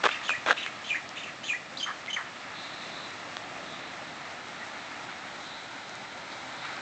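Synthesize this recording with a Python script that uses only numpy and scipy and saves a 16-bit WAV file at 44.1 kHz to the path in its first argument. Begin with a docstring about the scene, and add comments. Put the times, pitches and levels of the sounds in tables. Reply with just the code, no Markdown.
"""Gravel steps and birdsong above a rocky bay

Two steps crunch as stones slip underfoot, and a few pebbles click afterwards. A bird in the palms
whistles eight phrases (chatter and slur in turn, then pips twice); others answer from far away.
Far surf and small waves on the stones make a steady hiss, whose tone shifts as the microphone
turns seaward."""
import sys
import numpy as np
from scipy import signal
from scipy.fft import rfft, irfft, next_fast_len
from scipy.io import wavfile

SR = 44100
rng = np.random.default_rng(int(sys.argv[2]) if len(sys.argv) > 2 else 0)


def dump_mix(stems):
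    """Bounce the given channels to the path in sys.argv[1] as a 16-bit WAV at rate SR."""
    frames = np.atleast_2d(stems).T  # one column per channel
    limited = np.clip(frames, -1, 1)  # hard clip at full scale
    pcm = np.round(limited * 32767).astype(np.int16)
    wavfile.write(sys.argv[1], SR, pcm)


N = 300321

# water running over the near stones: (time [s], relative level [dB])
WASH_LEVEL = [(0.0, -41.5), (0.11, -38.5), (0.51, -44), (0.62, -42), (1.5, -46), (2.09, -44), (2.16, -45.5),
              (2.47, -43), (2.71, -42), (4.42, -43.5), (4.65, -42), (6.03, -44), (6.81, -40.5)]
# the near bird's three tunes, note by note: (time in phrase [s], length [s], start pitch [Hz],
# middle pitch [Hz], end pitch [Hz], relative level [dB], rasp [0-1])
# an upward flick under a thin high arch, then two raspy falls
CHATTER = [(0, 0.076, 2600, 2720, 2450, -4.5, 0.55), (.008, .053, 3460, 3890, 3680, -5.5, .2),
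           (.017, .015, 2250, 2780, 3280, 1.5, .22), (.069, .017, 3360, 2860, 2440, 1, 0.3),
           (.086, .044, 3003, 2400, 1940, -3, .6)]
# a hoarse climb, two quick drops onto a clear whistle, and a low last note
SLUR = [(0, .053, 2850, 3300, 3550, -13.5, .5), (.05, .013, 3570, 2840, 2710, -6.5, .3),
        (.062, .008, 3350, 2760, 2550, -2, 0.14), (.067, .018, 2553, 2473, 2440, 1.5, .04),
        (.085, .018, 2450, 2413, 2420, -1.5, .12), (.102, .028, 1700, 1898, 1920, -4.5, 0.19)]
# two pips, a thin squeak over the second, and a low falling rasp
PIPS = [(0, 0.0193, 3510, 3090, 3300, -4.5, 0.2), (.029, .023, 3194, 3054, 3330, 0, 0.14),
        (.033, .017, 6700, 6550, 6200, -14, .05), (.059, .068, 1786, 1454, 1290, -7, .75)]


def from_db(db):
    """Turn decibels into a number to multiply by."""
    return 10 ** (np.asarray(db) / 20)


def unit_power(x):
    """Scale a sound to an average power of 1."""
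    return x / np.sqrt(np.mean(x ** 2) + 1e-20)


def add(out, s, sound):
    """Mix a sound in, starting at s seconds."""
    at = max(round(s * SR), 0)
    out[at:at + len(sound)] += sound[:N - at]


def in_time(rows):
    """Join (time, value) points with straight lines, one value per sample."""
    return np.interp(np.arange(N) / SR, *np.transpose(rows))


def band(x, low_hz, high_hz, order=2):
    """Keep the sound between two frequencies."""
    sos = signal.butter(order, [low_hz, min(high_hz, .45 * SR)], "band", fs=SR, output="sos")
    return signal.sosfilt(sos, x + 1e-18)


def drift(rate, size):
    """A random wander of about 1 either way, with rate new values a second."""
    points = rng.standard_normal(size // 8 + 2)
    return 1.2 * np.interp(np.arange(size) * rate / SR, np.arange(len(points)), points)


def swell(size, edge):
    """Fade in and out; edge is the share of time spent fading."""
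    return signal.windows.tukey(size, edge)


def colour(x, spectrum, humps=()):
    """Shape the tone with a curve of level against frequency, plus rounded humps and dips."""
    size = 2 * next_fast_len(len(x) // 2 + 2048, True)
    hz = np.maximum(np.arange(size // 2 + 1) * SR / size, 1)
    points_hz, points_db = np.transpose(spectrum)
    db = np.interp(np.log(hz), np.log(points_hz), points_db)
    for centre, width, height in humps:
        db += height * np.exp(-2 * ((hz - centre) / width) ** 2)
    # make the filter ring only after a sound, never before it
    cepstrum = irfft(np.log(from_db(db)))
    cepstrum[1:size // 2] *= 2
    cepstrum[size // 2 + 1:] = 0
    return irfft(rfft(x, size) * np.exp(rfft(cepstrum)))[:len(x)]


def clicks(per_s, spread_db, size):
    """Random clicks of uneven strength, with an average power of 1."""
    strength = from_db(spread_db * np.minimum(rng.exponential(1, size), 3))
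    return unit_power((rng.random(size) < per_s / SR) * strength * rng.choice([-1, 1], size))


def sea(surf_db=-0.24, wash_db=-0.5, foam_db=-51.3, spray_db=-55.0, ripple_db=0.72):
    """Surf fills the lows, wash the middle, foam and spray the top; droplets roughen the hiss."""
    # tone of the sea: (frequency [Hz], relative level [dB])
    tone = [(15, -59), (25, -29), (48, -24), (122, -6), (219, -6), (287, -4.5), (444, -6.5), (742, -1),
            (1100, -4), (1400, -4), (1970, -5.5), (2910, -8.5), (3800, -12), (7520, -20.5), (8500, -32.5),
            (11000, -63.5), (18700, -120)]
    # ground reflections, facing the cove or open water: (frequency [Hz], width [Hz], boost [dB])
    cove_humps = [(266, 260, 2), (420, 110, -2.5), (640, 140, 2), (960, 280, -3), (1236, 150, 3),
                  (1517, 150, -4.5), (1800, 330, 2), (3080, 230, -3.5)]
    open_humps = [(280, 150, 2), (457, 67, -2.5), (845, 140, 2.5), (1075, 210, -3), (1400, 200, 2.5),
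                  (2120, 310, 2), (2796, 430, -3.5), (3940, 420, 4)]
    # the microphone turns: (time [s], share facing open water [0-1])
    turn = [(0, 0.05), (3.5, 0.09), (4.5, 0.53), (5.7, 0.98), (6.81, 0.99)]
    # swell of the far surf: (time [s], relative level [dB])
    surf_level = [(0.0, -48.5), (0.4, -48), (2.22, -48.5), (3.51, -45), (4.28, -47), (5.37, -47),
                  (5.78, -47.5), (6.81, -46.5)]
    seaward = in_time(turn)
    water, out = np.zeros((2, N))
    for share, humps in [(1 - seaward, cove_humps), (seaward, open_humps)]:
        hiss = rng.standard_normal(N) + 0.34 * clicks(per_s=700, spread_db=6, size=N)
        water += np.sqrt(share) * colour(hiss, tone, humps)
    surf, wash = in_time(surf_level), in_time(WASH_LEVEL)
    swing_db = 0.7 * (wash - wash.mean())   # foam and spray partly follow the wash
    layers = [(15, 900, surf + surf_db), (900, 3000, wash + wash_db),
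              (3000, 4500, swing_db + foam_db), (4500, 12000, swing_db + spray_db)]
    size = next_fast_len(N, True)
    hz, spectrum = np.arange(size // 2 + 1) * SR / size, rfft(water, size)
    for low_hz, high_hz, db in layers:
        part = irfft(spectrum * ((hz >= low_hz) & (hz < high_hz)), size)[:N]
        out += unit_power(part) * from_db(db + ripple_db * drift(25, N))
    return out


def gurgle(below_wash_db=10, cycles=22):
    """Bubbles ring between the stones, each rising a little in pitch; their level follows the wash."""
    out = np.zeros(N)
    for hz in np.geomspace(600, 2400, 24):
        age = np.linspace(0, 1, int(cycles * SR / hz))
        bubble = np.sin(2 * np.pi * cycles * age * (1 + .05 * age)) * from_db(-30 * age)
        births = clicks(per_s=9, spread_db=3, size=N)
        out += unit_power(signal.oaconvolve(births, bubble)[:N])
    return unit_power(out) * from_db(in_time(WASH_LEVEL) - below_wash_db)


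def lapping():
    """A small wave breaks into a burst of bubbles; a hollow in the rocks narrows its pitch range."""
    # waves slapping the rocks: (time [s], length [s], level [dB], pitch [Hz], width [share of pitch])
    slaps = [(4.58, 0.094, -46.5, 1890, 0.1), (4.911, 0.016, -46, 1600, 0.64),
             (5.085, 0.023, -44.5, 1450, 0.51), (6.313, 0.033, -48.5, 3980, 0.32),
             (6.636, 0.039, -41.5, 1700, .9)]
    out = np.zeros(N)
    for s, length, db, hz, width in slaps:
        size = int(length * SR)
        bubbles = clicks(per_s=1500, spread_db=5.6, size=SR)[:size]
        burst = band(bubbles, hz * (1 - width / 2), hz * (1 + width / 2))
        add(out, s, from_db(db) * unit_power(burst * swell(size, edge=0.9)))
    return out


def drops(decay_s=0.0006, small_per_s=1.1, small_db=-38):
    """Each drop of spray lands with a tiny bright tick; the small ones fall at random."""
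    # larger drops close by: (time [s], peak level [dB])
    large = [(3.106, -33), (5.8948, -32.5), (5.954, -30.5), (6.767, -31)]
    small = [(at / SR, small_db) for at in np.flatnonzero(rng.random(N) < small_per_s / SR)]
    out, t = np.zeros(N), np.arange(SR // 200) / SR
    for s, db in large + small:
        tick = band(rng.standard_normal(len(t)) * np.exp(-t / decay_s), 2800, 7000)
        add(out, s, from_db(db) * tick / np.abs(tick).max())
    return out


def grove(x, fade_s=0.41, first_s=.006):
    """Trees and rocks scatter back many faint echoes, which fall by 60 dB in fade_s."""
    t = np.arange(SR // 2) / SR
    echoes = clicks(per_s=900, spread_db=1.1, size=len(t)) * from_db(-60 * t / fade_s) * (t > first_s)
    return signal.fftconvolve(x, echoes / np.sqrt(np.sum(echoes ** 2)))[:N]


def far_birds(width_hz=700, trill_db=1, trill_rate=80):
    """Many paths through the trees smear a far trill into a narrow, fluttering hiss."""
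    # answering calls: (time [s], length [s], relative level [dB], pitch [Hz])
    calls = [(2.53, 0.17, -49.5, 3850), (2.62, 0.38, -53.5, 3830), (2.9, 0.2, -49.5, 3830),
             (3.62, .30, -54, 3660), (5.368, 0.27, -53.5, 3780), (6.571, 0.1, -52, 3850)]
    out = np.zeros(N)
    for s, length, db, hz in calls:
        size = int(length * SR)
        hiss = band(rng.standard_normal(SR), hz - width_hz / 2, hz + width_hz / 2, order=3)
        call = hiss * from_db(trill_db * drift(trill_rate, SR))
        add(out, s, from_db(db) * unit_power(call[:size] * swell(size, edge=0.45)))
    return out


def song_notes():
    """List the near bird's notes: three short tunes, repeated at varied speed and pitch."""
    # the song: (tune, time [s], length [factor], pitch [factor], relative level [dB])
    phrases = [(CHATTER, .100, .62, .93, -34), (SLUR, .227, 1.02, 1.01, -26),
               (CHATTER, .559, 0.99, 1.0, -34), (SLUR, .838, 1.02, 0.98, -26.5),
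               (CHATTER, 1.146, 1.25, .94, -39), (SLUR, 1.430, .99, 1.0, -26.5),
               (PIPS, 1.798, 0.99, 1.0, -28), (PIPS, 2.098, 1.02, 0.98, -30)]
    # single notes slipped in: same columns as a tune, timed from the start of the scene
    extra_notes = [(0.082, .020, 2635, 2480, 2300, -32, 0.6), (.95, 0.027, 2205, 2083, 1840, -31.5, 0.34),
                   (1.77, 0.0097, 3400, 3920, 4400, -33, 0.2),
                   (1.775, 0.061, 4500, 4810, 4750, -42.5, 0.35),
                   (2.078, 0.022, 1990, 2105, 2080, -34, 0.2),
                   (2.162, 0.0196, 2530, 1950, 1730, -27.5, 0.1)]
    notes = []
    for tune, s, stretch, pitch, db in phrases:
        for after, length, start_hz, middle_hz, end_hz, note_db, rasp in tune:
            pitches = pitch * start_hz, pitch * middle_hz, pitch * end_hz
            notes.append((s + stretch * after, stretch * length, *pitches, db + note_db, rasp))
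    return notes + extra_notes


def near_bird(wobble_hz=420, flutter_db=3.0, hoarse_db=-1, breath_db=-9, beak_hiss_db=9):
    """Each note is a bent whistle; rasp shakes its pitch and strength. Overtones ring in the beak."""
    # how wide the beak opens: (time [s], relative overtone level [dB])
    beak_opening = [(0.12, -22), (0.30, -10.5), (0.60, -17.5), (1.49, -8), (1.83, -14.5)]
    voice, overtones = np.zeros((2, N))
    longest = SR // 10
    for s, length, start_hz, middle_hz, end_hz, db, rasp in song_notes():
        size = min(int(length * SR), longest)
        bend = np.polyfit([0, .5, 1], [start_hz, middle_hz, end_hz], 2)
        wobble = rasp * wobble_hz * drift(900, longest)[:size]
        hz = np.polyval(bend, np.linspace(0, 1, size)) + wobble
        phase = 2 * np.pi * np.cumsum(hz) / SR
        flutter = from_db(np.sqrt(rasp) * flutter_db * np.minimum(drift(400, longest)[:size], 1))
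        level = from_db(db) * unit_power(flutter) * swell(size, edge=0.31)
        # a raspy note trades its clear tone for noise around its pitch
        air = rng.standard_normal(longest)
        hoarse = unit_power(band(air, 0.7 * middle_hz, 1.316 * middle_hz, order=3))[:size]
        breath = np.sqrt(rasp) * from_db(breath_db) * band(air, 1000, 4200)[:size]
        whistle = np.sin(phase) / (1 + rasp ** 2)
        add(voice, s, level * (whistle + rasp * from_db(hoarse_db) * hoarse + breath))
        # tense, high notes make the beak ring most
        tension = np.clip(hz / 2600, 0, 1) ** 3
        beak_hiss = np.sqrt(rasp) * from_db(beak_hiss_db) * air[:size]
        buzz = np.sin(2 * phase) + 0.6 * np.sin(3 * phase) + beak_hiss
        add(overtones, s, level * tension * buzz)
    beak = from_db(in_time(beak_opening)) * band(overtones, 6070, 7120, order=3)
    return np.sqrt(2) * (voice + beak)


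def pebbles(crack_hz=3400, crack_fade_s=0.0022, soft_cycles=15, hard_cycles=3.2):
    """A pebble rings until the gravel stills it; a harder knock cracks more and dies sooner."""
    # single pebbles knocking: (time [s], peak level [dB], pitch [Hz], hardness [0-1])
    knocks = [(0.04, -9, 1580, 0.5), (0.0557, -10.5, 1170, 0.75), (0.0640, -9.5, 1120, 0.1),
              (0.0907, -14, 1460, 0.3), (0.2938, -11.5, 1523, 0.4), (0.3053, -16.5, 1400, 0.57),
              (0.4866, -13, 1240, 0.33), (0.5085, -3.5, 1572, 0), (0.5122, -10, 1460, 0.2),
              (0.6635, -18, 1830, .5), (1.0917, -26, 5480, 0.1), (2.0620, -25, 2600, .8),
              (2.0722, -27, 2580, .8), (3.3688, -15.5, 1600, 0.93)]
    out, t = np.zeros(N), np.arange(SR // 40) / SR
    for s, db, hz, hardness in knocks:
        fade_s = np.interp(hardness, [0, 1], [soft_cycles, hard_cycles]) / hz
        ring = np.sin(2 * np.pi * hz * t) * from_db(-60 * t / fade_s)
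        crack = np.sin(2 * np.pi * crack_hz * t) * from_db(-60 * t / crack_fade_s)
        knock = band(ring + hardness * crack, 550, 7200)
        add(out, s, from_db(db) * knock / np.abs(knock).max())
    return out


def footsteps(touch_db=-5, lift_db=-5.5, full_weight_share=.7):
    """Stones slip under the sole in a burst of dull clicks that grows with the weight, then fades."""
    # a shoe pressing into gravel: (time [s], length [s], level at full weight [dB])
    steps = [(0.033, 0.042, -20.5), (0.458, 0.077, -23)]
    # tone of the crunch: (frequency [Hz], relative level [dB])
    tone = [(59, -58), (100, -32), (249, -15.5), (418, -4.5), (913, -6.5), (1540, -2), (2270, -11),
            (2450, -7.5), (3000, -13), (3290, -11.5), (3890, -14), (4600, -25), (6680, -24.5), (8500, -41),
            (11000, -76), (18700, -120)]
    out = np.zeros(N)
    for s, length, db in steps:
        size = int(length * SR)
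        weight_db = np.interp(np.linspace(0, 1, size), [0, full_weight_share, 1], [touch_db, 0, lift_db])
        weight = from_db(weight_db) * swell(size, edge=0.14)
        slips = clicks(per_s=2500, spread_db=3.5, size=SR // 10)[:size] * weight
        crunch = colour(np.pad(slips, (0, SR // 50)), tone)
        add(out, s, from_db(db) * crunch * np.sqrt(np.sum(weight ** 2) / np.sum(crunch ** 2)))
    return out


def scene():
    """Mix it all: palm leaves blur the near bird, and the grove echoes the birds and the gravel."""
    gravel, song, answers = footsteps() + pebbles(), near_bird(), far_birds()
    direct = gravel + from_db(-1.38) * song + from_db(0.3) * answers
    leaves = from_db(-12.5) * grove(song, fade_s=0.17, first_s=.002)
    echoes = grove(from_db(-10.5) * song + from_db(-19) * gravel + from_db(-2) * answers)
    water = sea() + gurgle() + lapping() + drops()
    return (direct + leaves + echoes + water)[None]


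def record(dry):
    """The small recorder cuts the treble steeply above about 8 kHz."""
    low_pass = signal.firwin(161, cutoff=8650, window=("kaiser", 7), fs=SR)
    return signal.fftconvolve(dry, low_pass[None], mode="same")


dry = scene()
out = record(dry)
dump_mix(out)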